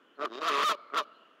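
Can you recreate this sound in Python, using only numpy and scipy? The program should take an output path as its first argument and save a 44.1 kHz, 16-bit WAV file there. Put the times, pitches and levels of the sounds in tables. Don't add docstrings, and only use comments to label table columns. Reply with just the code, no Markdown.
import sys
import numpy as np
from scipy import signal
from scipy.fft import rfft, irfft, next_fast_len
from scipy.io import wavfile
from scipy.ndimage import map_coordinates

SR = 44100
rng = np.random.default_rng(int(sys.argv[2]) if len(sys.argv) > 2 else 0)


def file_out(sig):
    cols = np.atleast_2d(sig).T
    lim = np.clip(cols, -1, 1)
    pcm = np.round(lim * 32767).astype(np.int16)
    wavfile.write(sys.argv[1], SR, pcm)


N = 61739


def amp(db):
    return 10 ** (np.asarray(db) / 20)


def unit(x):
    return x / np.sqrt(np.mean(x ** 2) + 1e-20)


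def along(points, hz):
    f, v = np.transpose(points)
    return np.interp(np.log(hz + 1), np.log(f + 1), v)


def curves(rows):
    s, *columns = np.transpose(rows)
    t = np.arange(N) / SR
    inside_s = np.minimum(t - s[0], s[-1] - t)
    gate = np.clip(inside_s / .002 + 1, 0, 1)
    return [gate] + [np.interp(t, s, column) for column in columns]


def wobble(rate):
    knots = rng.standard_normal(4096)
    return map_coordinates(knots, [np.arange(N) * rate / SR], mode="wrap")


def coloured(x, points, keep_power=True):
    m = 2 * next_fast_len(N // 2 + 4096)
    gain = amp(along(points, np.fft.rfftfreq(m, 1 / SR)))
    cepstrum = irfft(np.log(unit(gain) if keep_power else gain))
    cepstrum[1:m // 2] *= 2
    cepstrum[m // 2 + 1:] = 0
    return irfft(rfft(x, m) * np.exp(rfft(cepstrum)))[:N]


SKIRT_HZ = 705


def resonance(x, hz, width_hz):
    turn = np.exp(2j * np.pi * np.cumsum(hz) / SR)
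    near = np.exp(-np.pi * width_hz / SR)
    far = np.exp(-np.pi * SKIRT_HZ / SR)

    def ring(v):
        return signal.lfilter([1], np.poly([near, far]), v)

    response_size = np.linalg.norm(ring(signal.unit_impulse(SR // 10)))
    return np.sqrt(2) * (turn * ring(x / turn)).real / response_size


# pitch_hz [Hz], level_db [relative dB per Hz]
AIR_SPECTRUM = [(30, -3), (70, -7), (120, 4), (170, 2.5), (290, 5), (500, 2.5), (800, -5.5), (1000, -2),
                (1350, 3), (1800, -7), (2150, -16.5), (2900, -10.5), (3400, -10.5), (3800, -22),
                (7000, -25.5), (15500, -33)]
HUSH_DB = -64


def hush():
    return amp(HUSH_DB) * unit(coloured(rng.standard_normal(N), AIR_SPECTRUM))


FAR_WIDTH_HZ = 180
# middle_s [s], half_length_s [s, to 1/e], pitch_hz [Hz], level_db [dB at the middle]
WHISTLES = [(0.09, 0.076, 2990, -75), (0.165, 0.012, 4200, -75.5), (0.815, 0.2, 2200, -71.5),
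            (1.159, 0.035, 4090, -74), (1.198, 0.18, 2878, -71)]


def far_tones():
    t = np.arange(N) / SR
    total = np.zeros(N)
    for middle_s, half_s, hz, db in WHISTLES:
        swell = np.exp(-((t - middle_s) / half_s) ** 2)
        total += amp(db) * swell * resonance(rng.standard_normal(N), np.full(N, hz), FAR_WIDTH_HZ)
    return total


PULSE_JITTER_S, PULSE_SCATTER_DB = 0.0003, 2.66
FIRST_PULSE = .55


def pulses(rate_hz, rough, gate):
    cycles = np.cumsum(rate_hz * (gate > 0)) / SR
    at = np.interp(np.arange(int(cycles[-1])) + FIRST_PULSE, cycles, np.arange(N)).astype(int)
    late, size = rng.standard_normal((128, 2))[:len(at)].T
    where = at + SR * PULSE_JITTER_S * rough[at] * late
    where = np.clip(where, 0, N - 1).astype(int)
    height = np.sqrt(SR / rate_hz[at]) * amp(PULSE_SCATTER_DB * size)
    return np.bincount(where, height, N), cycles - FIRST_PULSE


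PUFF_DECAY = 2.2
CHEST_AIR, BUZZ_AIR = .25, 2.6
BEAK_WIDTH_HZ = 131
CHEST_TUNING, CHEST_WIDTH_HZ, CHEST_RING_DB, CHEST_BODY_DB = 2.973, 85, -6, -2.5
BUZZ_RING_HZ, BUZZ_WIDTH_HZ, BUZZ_RING_DB = 3650, 150, -2
# pitch_hz [Hz], level_db [relative dB]
CHEST_SPECTRUM = [(60, -20.5), (140, -15.5), (220, -2.5), (300, -3.5), (400, 4.5), (500, -14), (600, 0.5),
                  (780, -13), (1500, -7.5), (3000, -46), (8000, -94.5)]
# pitch_hz [Hz], level_db [relative dB]
BUZZ_SPECTRUM = [(500, -29), (1200, 7), (1750, -4), (2100, -4), (2450, -11), (3200, 4), (3650, 1),
                 (4150, -15), (4750, -1), (5800, -11), (7000, -19), (8500, -33), (15000, -35.5)]
# pitch_hz [Hz], level_db [relative dB]
RASP_SPECTRUM = [(500, -56), (1200, -22), (1750, 6), (2100, -7), (2600, 3.5), (3400, -12), (4150, -4.5),
                 (4750, -2), (5800, -14), (7000, -13), (8500, -21.5), (15000, -37.5)]
# start_s [s], pulse_rate_hz [Hz], beak_hz [Hz],
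# chest_db, beak_db, buzz_db [dB driving each part], roughness [0-1]
GRUNT_PHRASES = [
    [(.172, 143.8, 1240, -58.5, -66.5, -127, 0.14), (.197, 138.9, 1150, -40.5, -38, -66, 0.14),
     (.22, 145.9, 1260, -32, -31.5, -47.5, 0.14), (.231, 151.1, 1234, -39.5, -31, -51, 0),
     (.24, 151.5, 1130, -31.5, -38, -66.5, 0.2), (.252, 149.1, 1123, -32.5, -24.5, -43, 0.2),
     (.263, 127.4, 1155, -43.5, -35.5, -80, 0.08), (.288, 101.6, 1160, -53, -58, -80, 0.05)],
    [(.29, 109.1, 1110, -57, -75, -75, 0.1), (.319, 113.7, 1020, -47.5, -49, -62, .004),
     (.336, 117.9, 1126, -45.5, -45.5, -49.5, 0.08), (.368, 127.8, 1130, -43, -46, -50.5, 0.08),
     (.39, 143.6, 1140, -42.5, -50, -51.5, 0.08), (.403, 156.9, 1130, -42, -47.5, -64, 0.2),
     (.412, 159, 1100, -46.5, -40, -46.5, 0.2), (.426, 158.6, 1100, -34, -36.5, -44, 0.48),
     (.44, 157.7, 1204, -40.5, -30.5, -44.5, 0.32), (.462, 165, 1240, -36.5, -26.5, -38.5, .25),
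     (.48, 165.7, 1176, -30, -22.5, -33.5, 0), (.505, 149.3, 1052, -30, -27.5, -44, 0.4),
     (.525, 140.7, 1197, -28.5, -25.5, -34.5, 0.17), (.59, 141.3, 1083, -27, -23.5, -35.5, 0.33),
     (.632, 146.1, 1155, -23.5, -16, -33, 0.29), (.654, 154.8, 1300, -51, -52, -40.5, 0.4),
     (.686, 162.8, 1200, -69, -50, -56, 0), (.695, 165, 1208, -27, -21.5, -39, .15),
     (.715, 156.7, 1050, -30, -19, -54, 0.2), (.735, 140.7, 1060, -54, -53, -44, 0.29),
     (.755, 140, 950, -46, -51, -80, 0.28)],
    [(.9205, 139, 1200, -54, -51.5, -109, 0.14), (.945, 140.8, 1180, -35, -31, -59, 0.14),
     (.963, 166, 1199, -33, -25, -43.5, 0.2), (.984, 160.8, 1142, -29, -21.5, -33, 0),
     (1.008, 142, 1070, -36, -27, -46, 0.1), (1.025, 145, 1040, -55, -60, -69, .2)],
]


def grunt(rows):
    gate, rate_hz, beak_hz, chest_db, beak_db, buzz_db, rough = curves(rows)
    rough = np.clip(rough, 0, 1)
    clicks, cycles = pulses(rate_hz, rough, gate)
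    puff_shape = np.exp(-PUFF_DECAY * (cycles % 1)) * np.sqrt(2 * PUFF_DECAY)
    puffs = rng.standard_normal(N) * puff_shape

    def split(air_share, db):
        level = gate * amp(db)
        return level * np.sqrt(1 - air_share) * clicks, level * np.sqrt(air_share) * puffs

    chest = sum(split(np.clip(CHEST_AIR * rough, 0, 1), chest_db))
    beak = sum(split(rough, beak_db))
    buzz, rasp = split(np.clip(BUZZ_AIR * rough, 0, 1), buzz_db)

    body = coloured(chest, CHEST_SPECTRUM) * amp(CHEST_BODY_DB)
    chest_ring = resonance(chest, CHEST_TUNING * rate_hz, CHEST_WIDTH_HZ) * amp(CHEST_RING_DB)
    beak_ring = resonance(trunk(beak), beak_hz, BEAK_WIDTH_HZ)
    buzz_ring = resonance(buzz, np.full(N, BUZZ_RING_HZ), BUZZ_WIDTH_HZ) * amp(BUZZ_RING_DB)
    treble = coloured(buzz, BUZZ_SPECTRUM) + buzz_ring + coloured(rasp, RASP_SPECTRUM)
    return body + chest_ring + beak_ring + treble


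BOUNCE_S, BOUNCE_DB = 0.003254, -18.5


def trunk(x):
    n = np.arange(N)
    return x + amp(BOUNCE_DB) * np.interp(n - BOUNCE_S * SR, n, x)


HONK_JITTER, HONK_FLUTTER_DB = 0.0093, 1.5
HONK_HISS_DB = -16.5
LOUD_DB, BRIGHTENS = -34.5, 0.25
# multiple [of the honk's pitch], level_db [dB against the octave in a full honk]
HONK_OVERTONES = [(3, -26), (4, -20), (5, -14.5), (6, -22.5), (7, -17), (10, -37)]
# pitch_hz [Hz], level_db [relative dB]
HISS_SPECTRUM = [(300, -41), (1200, -21), (1800, -6.5), (3300, 3.5), (4300, 7), (6000, 2), (8200, -9.5),
                 (10000, -7), (15000, -12.5)]
# [dB rms, before flutter]
HONK_NOTES = [
    [(.222, 628, -37, -62), (.238, 604.5, -33.5, -37), (.249, 616, -51, -60), (.255, 617, -35, -27.5),
     (.264, 584, -74.5, -52.5), (.287, 577, -76, -58)],
    [(.4, 630.8, -42.5, -65), (.437, 620.9, -43, -34.5), (.47, 689.9, -36.5, -38.5),
     (.486, 661.9, -32, -20), (.515, 601.7, -38, -38.5), (.535, 595.7, -44, -60), (.585, 600, -45, -32),
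     (.61, 606.2, -43, -34), (.64, 612.6, -48.5, -27), (.653, 627.8, -60, -19.5),
     (.672, 611.2, -31.5, -17.5), (.689, 587.3, -26, -14), (.695, 544, -58, -33.5)],
    [(.686, 682, -55, -45), (.697, 679.8, -34, -19.5), (.72, 643, -30.5, -20.5), (.733, 609, -41, -45.5),
     (.75, 576, -38, -41.5), (.765, 570.3, -84, -81)],
    [(.945, 690, -43, -36.5), (.962, 704.6, -55.5, -46), (.98, 662.6, -33, -18), (1.0, 641.3, -38, -31.5),
     (1.015, 590, -37.5, -46.5), (1.042, 584, -63, -50)],
]


def honk(rows):
    gate, pitch_hz, low_db, octave_db = curves(rows)
    jittered_hz = pitch_hz * (1 + HONK_JITTER * wobble(300))
    phase = 2 * np.pi * np.cumsum(jittered_hz) / SR
    overtones = sum(amp(db) * np.sin(round(k) * phase) for k, db in HONK_OVERTONES)
    hiss = amp(HONK_HISS_DB) * coloured(rng.standard_normal(N), HISS_SPECTRUM)
    brightness = amp(BRIGHTENS * np.minimum(octave_db - LOUD_DB, 0))
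    upper = np.sin(2 * phase) + brightness * (overtones + hiss)
    upper_level = amp(octave_db + HONK_FLUTTER_DB * wobble(250))
    return gate * np.sqrt(2) * (amp(low_db) * np.sin(phase) + upper_level * upper)


ECHO_DB, ECHO_DELAY_S = -30.5, 0.06
# pitch_hz [Hz], decay_s [s to fall 60 dB]
TREE_DECAY = [(200, 2.1), (600, 1.4), (1300, 1.66), (4000, 1.46), (7000, 1.2), (14000, 0.24)]
# pitch_hz [Hz], level_db [dB]
TREE_COLOUR = [(200, -19.5), (600, 0.5), (1000, -9), (1300, -4), (2500, -24), (4200, -6), (6000, -23.5),
               (14000, -25)]


def trees(x):
    hz, t, bands = signal.stft(rng.standard_normal(SR), SR, nperseg=256)
    decay = amp(-60 * t / along(TREE_DECAY, hz)[:, None])
    tail = signal.istft(bands * decay, SR, nperseg=256)[1]
    tail = np.pad(tail / np.linalg.norm(tail), (int(ECHO_DELAY_S * SR), 0))
    return coloured(signal.fftconvolve(x, tail)[:N], TREE_COLOUR, keep_power=False)


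TICK_HZ, TICK_T60_S = 1287, 0.034
# [dB, starting height of the decay]
KNOCKS = [(0.901, -42), (1.116, -51)]


def ticks():
    t = np.arange(N) / SR
    total = np.zeros(N)
    for start_s, db in KNOCKS:
        age = np.maximum(t - start_s, 0)
        total += amp(db) * amp(-60 * age / TICK_T60_S) * np.sin(2 * np.pi * TICK_HZ * age)
    return total


def scene():
    geese = sum(grunt(rows) for rows in GRUNT_PHRASES) + sum(honk(rows) for rows in HONK_NOTES)
    return (geese + amp(ECHO_DB) * trees(geese) + ticks() + far_tones() + hush())[None]


OVERLOAD_DB, KNEE = -24.7, 5.5
TOP_HZ = 15750
# pitch_hz [Hz], level_db [dB]
MIC_RESPONSE = [(30, -63), (70, -42), (110, -31.5), (170, -8), (260, 0), (1200, -1), (2200, 5), (3500, 2),
                (5000, -3), (7000, -3), (8300, -8.5), (9700, -5.5), (15000, -6)]


def record(dry):
    fine = signal.resample_poly(dry[0], 2, 1)
    clipped = fine / (1 + np.abs(fine / amp(OVERLOAD_DB)) ** KNEE) ** (1 / KNEE)
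    x = coloured(signal.resample_poly(clipped, 1, 2), MIC_RESPONSE, keep_power=False)
    m = next_fast_len(N + SR // 10)
    passed = np.fft.rfftfreq(m, 1 / SR) < TOP_HZ
    return irfft(rfft(x, m) * passed, m)[None, :N]


dry = scene()
out = record(dry)
file_out(out)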